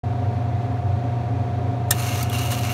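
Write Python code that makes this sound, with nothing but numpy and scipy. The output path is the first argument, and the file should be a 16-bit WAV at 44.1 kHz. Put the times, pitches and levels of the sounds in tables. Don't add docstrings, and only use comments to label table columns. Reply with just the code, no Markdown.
import sys
import numpy as np
from scipy import signal
from scipy.fft import rfft, irfft
from scipy.io import wavfile

SR = 44100
rng = np.random.default_rng(int(sys.argv[2]) if len(sys.argv) > 2 else 0)


def file_out(sig):
    cols = np.atleast_2d(sig).T
    lim = np.clip(cols, -1, 1)
    pcm = np.round(lim * 32767).astype(np.int16)
    wavfile.write(sys.argv[1], SR, pcm)


def ratio(d):
    e = np.asarray(d, float) / 20
    return 10 ** e


N = 120393


def rms_one(x):
    return x / np.sqrt(np.mean(x ** 2) + 1e-20)


def drift(rate_hz):
    step, settle = 40, 2000
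    r = np.exp(-2 * np.pi * rate_hz * step / SR)
    noise = rng.standard_normal(N // step + settle + 2)
    slow = signal.lfilter([1], [1, -2 * r, r * r], noise)[settle:]
    return np.interp(np.arange(N) / step, np.arange(len(slow)), rms_one(slow - slow.mean()))


def colour(white, spectrum):
    hz, db = np.transpose(spectrum)
    bin_hz = np.maximum(np.fft.rfftfreq(len(white), 1 / SR), 1)
    gain = ratio(np.interp(np.log(bin_hz), np.log(hz), db))
    return rms_one(irfft(rfft(white) * gain, len(white)))


def resonance(x, hz, width_hz):
    r = np.exp(-np.pi * width_hz / SR)
    zeros = np.array([1, 0, -1]) * (1 - r * r) / 2
    return signal.lfilter(zeros, [1, -2 * r * np.cos(2 * np.pi * hz / SR), r * r], x)


def ring(x, hz, t60_s):
    r = ratio(-60 / (t60_s * SR))
    w = 2 * np.pi * hz / SR
    return signal.lfilter([0, np.sin(w)], [1, -2 * r * np.cos(w), r * r], x)


def butter2(x, hz, kind="low"):
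    return signal.sosfilt(signal.butter(2, hz, kind, fs=SR, output="sos"), x)


def wavering_sine(hz, level_db, waver_db, rate_hz):
    t = np.arange(N) / SR
    return ratio(level_db + waver_db * drift(rate_hz)) * np.sin(2 * np.pi * (hz * t + rng.random()))


def unit_tones():
    # pitch_hz, level_db (rms)
    unit_tone_table = [(120.0, -25), (703.6, -36.5), (730.1, -39), (783.2, -52)]
    return np.sqrt(2) * sum(wavering_sine(hz, db, 0.5, 5.8) for hz, db in unit_tone_table)


def cabinet_booms():
    # centre_hz, width_hz, level_db (rms)
    cabinet_modes = [(96.8, 12.1, -26.5), (76.4, 17, -62), (192.6, 69, -40), (243, 27, -42.5),
                     (263.7, 9.2, -39), (395, 68, -43), (563.3, 72, -42.5), (616.4, 22, -58.5),
                     (933, 58, -47.5), (1170, 74, -55.5)]
    out = np.zeros(N)
    for hz, width_hz, db in cabinet_modes:
        noise = rng.standard_normal(N + SR)
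        once = resonance(noise, hz, 1.35 * width_hz)
        out += ratio(db) * rms_one(resonance(once, hz, 1.35 * width_hz)[SR:])
    return out


def air_noise():
    # freq_hz, density_db (per Hz)
    air_spectrum = [(30, -41), (100, -6.5), (145, -13), (600, -16.5), (1500, -26.5), (4500, -41),
                    (5200, -45.5), (16000, -68.5)]
    # centre_hz, width_hz, level_db (rms)
    hiss_humps = [(2350, 300, -63), (3850, 340, -68.5), (5970, 1100, -68.5), (9000, 1700, -76.5),
                  (12500, 4000, -84)]
    air = ratio(-35.5 + 0.5 * drift(7.1)) * colour(rng.standard_normal(N), air_spectrum)
    for hz, width_hz, db in hiss_humps:
        air += ratio(db) * rms_one(resonance(rng.standard_normal(N), hz, width_hz))
    return air


def cooling_unit():
    return unit_tones() + cabinet_booms() + air_noise()


def metal_rattles(events):
    # pitch_hz, level_db, t60_s
    metal_modes = [(1808, -0.5, 0.037), (2840, -17, 0.22), (3740, 1, 0.044), (5640, -5, 0.018),
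                   (7670, 0, 0.023), (8770, -5.5, 0.019), (9130, 3.5, 0.012), (9570, -10, 0.028),
                   (11100, -4.5, 0.012), (12060, -5.5, 0.017), (12430, 2.5, 0.011), (13300, -1.5, 0.017),
                   (13600, -24, 0.02), (14900, -3, 0.023)]
    crack_db, ring_db, t60_scale, attack_s = 5.5, -5, 0.49, 0.00046
    out = np.zeros(N + SR)
    span = np.arange(SR // 12) / SR
    for start_s, level_db, length_s, bright_db_oct in events:
        envelope = np.exp(-span / length_s) * np.minimum(span / attack_s, 1)
        rattle = rng.choice([-1, 1], len(span)) * envelope
        edge_hz = np.clip(3500 * 2 ** (bright_db_oct / 2), 500, 15000)
        sound = ratio(crack_db) * butter2(rattle, edge_hz, "high")
        for hz, mode_db, t60_s in metal_modes:
            gain = ratio(ring_db + mode_db + bright_db_oct * np.log2(hz / 6000)) * rattle.std()
            sound = sound + gain * rms_one(ring(rattle, hz, t60_scale * t60_s))
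        start = int(start_s * SR)
        out[start:start + len(span)] += ratio(level_db) * sound
    return out[:N]


def arm_pings():
    # start_s, pitch_hz, level_db, t60_s
    ping_events = [(2.2275, 4730, -25, .02), (2.228, 14100, -24, .012), (2.299, 3380, -28, .025),
                   (2.299, 13000, -32, .012), (2.209, 6300, -32, .015), (2.524, 8600, -28, .02)]
    out = np.zeros(N + SR)
    span = np.arange(SR // 12) / SR
    click = 1.0 * (span == 0)
    for start_s, hz, level_db, t60_s in ping_events:
        start = int(start_s * SR)
        out[start:start + len(span)] += ratio(level_db) * ring(click, hz, t60_s) * np.minimum(span / 0.0006, 1)
    return out[:N]


def switch_arms():
    # start_s, level_db, length_s, bright_db_oct
    arm_drops = [
        (2.224, -50, 0.0022, 0.1),
        (2.2287, -30.5, 0.0036, 4),
        (2.297, -36, 0.002, 6),
        (2.515, -34, 0.0038, 5),
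        (2.521, -32, .004, -5),
    ]
    return metal_rattles(arm_drops) + arm_pings()


def lever_snap():
    # start_s, level_db, length_s, bright_db_oct
    snap_contacts = [
        (1.886, -55, 0.0026, -0.5),
        (1.897, -58, .003, 0),
        (1.905, -35, 0.0043, -2),
        (1.9072, -13, 0.0018, 1),
        (1.9095, -9, 0.0024, 0.5),
        (1.9127, -16.5, 0.0012, 2),
        (1.9155, -28, .009, -6.5),
    ]
    return metal_rattles(snap_contacts)


def tooth_contacts():
    # start_s, rise_db, length_s
    knock_events = [(1.950, 2, .004), (2.015, -1, .004), (2.116, -1, 0.0036), (2.157, 6, .003),
                    (2.21, 6.5, 0.0046), (2.329, 8, 0.0038), (2.349, 6, .003), (2.382, 6, 0.0054),
                    (2.417, 0, .004), (2.504, 2.5, 0.013), (2.632, 6, .006), (2.648, 4.5, 0.0031),
                    (2.67, 7, .003), (2.708, -1, .006)]
    mains_pulse_hz, pulse_depth_db, pulse_share = 120.0, 5.5, 0.25
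    hits_per_s, size_spread_db, clump_db = 9000, 3.0, 1.5
    t = np.arange(N) / SR
    swell_db = pulse_depth_db * np.exp(-(mains_pulse_hz * t % 1) / pulse_share) + clump_db * drift(36.0)
    for start_s, rise_db, length_s in knock_events:
        swell_db += rise_db * np.exp(-np.maximum(t - start_s, 0) / length_s) * (t >= start_s)
    sizes = ratio(size_spread_db * np.minimum(rng.exponential(1, (2, N)), 5))
    sizes = sizes * rng.choice([-1, 1], (2, N))
    hits = rng.random((2, N)) < hits_per_s / SR
    return rms_one(sizes * hits * ratio(swell_db))


def gear_whir():
    # centre_hz, width_hz, level_db
    frame_modes = [(1260, 117, -9), (2245, 210, -4.5), (2816, 136, 2.5), (4230, 260, -7),
                   (5660, 130, -12.5), (6300, 420, -8.5), (7400, 100, -12.5), (8670, 190, -16.5),
                   (9720, 410, -11.5), (11470, 250, -12), (12670, 250, -12.5), (13000, 260, -12.5)]
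    # freq_hz, density_db (per Hz)
    whir_spectrum = [(600, -17.5), (1000, -6.5), (2500, -15.5), (5000, -12.5), (7000, -15), (10400, -21),
                     (12500, -18), (16000, -23)]
    near, far = tooth_contacts()
    frame = np.zeros(N)
    for k, (hz, width_hz, db) in enumerate(frame_modes):
        flicker = ratio(db + 1.5 * drift(5.6))
        frame += (-1) ** k * flicker * resonance(near, hz, width_hz)
    return ratio(-1) * rms_one(frame) + ratio(-1.5) * colour(far, whir_spectrum)


def gear_mesh():
    # pitch_hz, level_db
    mesh_tones = [(958, -68), (1065, -68), (1143, -70), (1240, -55), (1303, -49.5), (1359, -70),
                  (2148, -53.5), (2246, -65), (2403, -57), (2878, -49.5)]
    return sum(wavering_sine(hz, db, 5.5, 3.6) for hz, db in mesh_tones)


def motor():
    # time_s, level_db, treble_db (extra)
    load_curve = [(1.92, -31, -7), (1.945, -40, 0), (1.96, -37, 1), (2.07, -34.5, -1), (2.2, -36, .1),
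                  (2.236, -38, -4.5), (2.25, -42, -6), (2.292, -46, -4.1), (2.32, -41, 0), (2.333, -35, 2),
                  (2.4, -34, -2), (2.44, -35, 2), (2.5, -38.5, 1.5), (2.53, -33, .1), (2.56, -36.5, 1.5),
                  (2.62, -37.5, .1), (2.66, -34.5, -6), (2.73, -36, 4)]
    start_s, spin_up_s, low_follows = 1.915, 0.0067, 0.68
    t = np.arange(N) / SR
    time_s, load_db, extra_db = np.transpose(load_curve)
    level_db = np.interp(t, time_s, load_db)
    treble_db = np.interp(t, time_s, extra_db)
    whir = gear_whir()
    low = butter2(whir, 3160)
    loudest_db = level_db.max()
    low_db = loudest_db + low_follows * (level_db - loudest_db)
    whir = ratio(low_db) * low + ratio(level_db) * (whir - low)
    whir = whir + (ratio(treble_db) - 1) * butter2(whir, 7500, "high")
    running = np.clip((t - start_s) / spin_up_s, 0, 1)
    return running * (ratio(1.5) * whir + gear_mesh())


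def scene():
    return (cooling_unit() + switch_arms() + lever_snap() + motor())[None, :]


def top_cut(x):
    return signal.sosfilt(signal.butter(12, 16530, fs=SR, output="sos"), x)


def record(dry):
    # centre_hz, width_hz, share removed (0-1)
    reflection_dips = [(2960, 170, .4), (4900, 380, 0.41), (7870, 400, 0.25), (10400, 390, 0.4)]
    open_s, fade_in_s, cutoff_hz, limit = 0.033, 0.0057, 15700, 0.82
    for hz, width_hz, share in reflection_dips:
        dry = dry - share * resonance(dry, hz, width_hz)
    opening = np.clip((np.arange(N) / SR - open_s) / fade_in_s, 0, 1)
    lowpass = signal.ellip(10, 0.5, 60, cutoff_hz, fs=SR, output="sos")
    cut = signal.sosfilt(lowpass, dry * opening)
    mix = limit * np.tanh(cut / limit)
    return top_cut(mix)


dry = scene()
out = record(dry)
file_out(out)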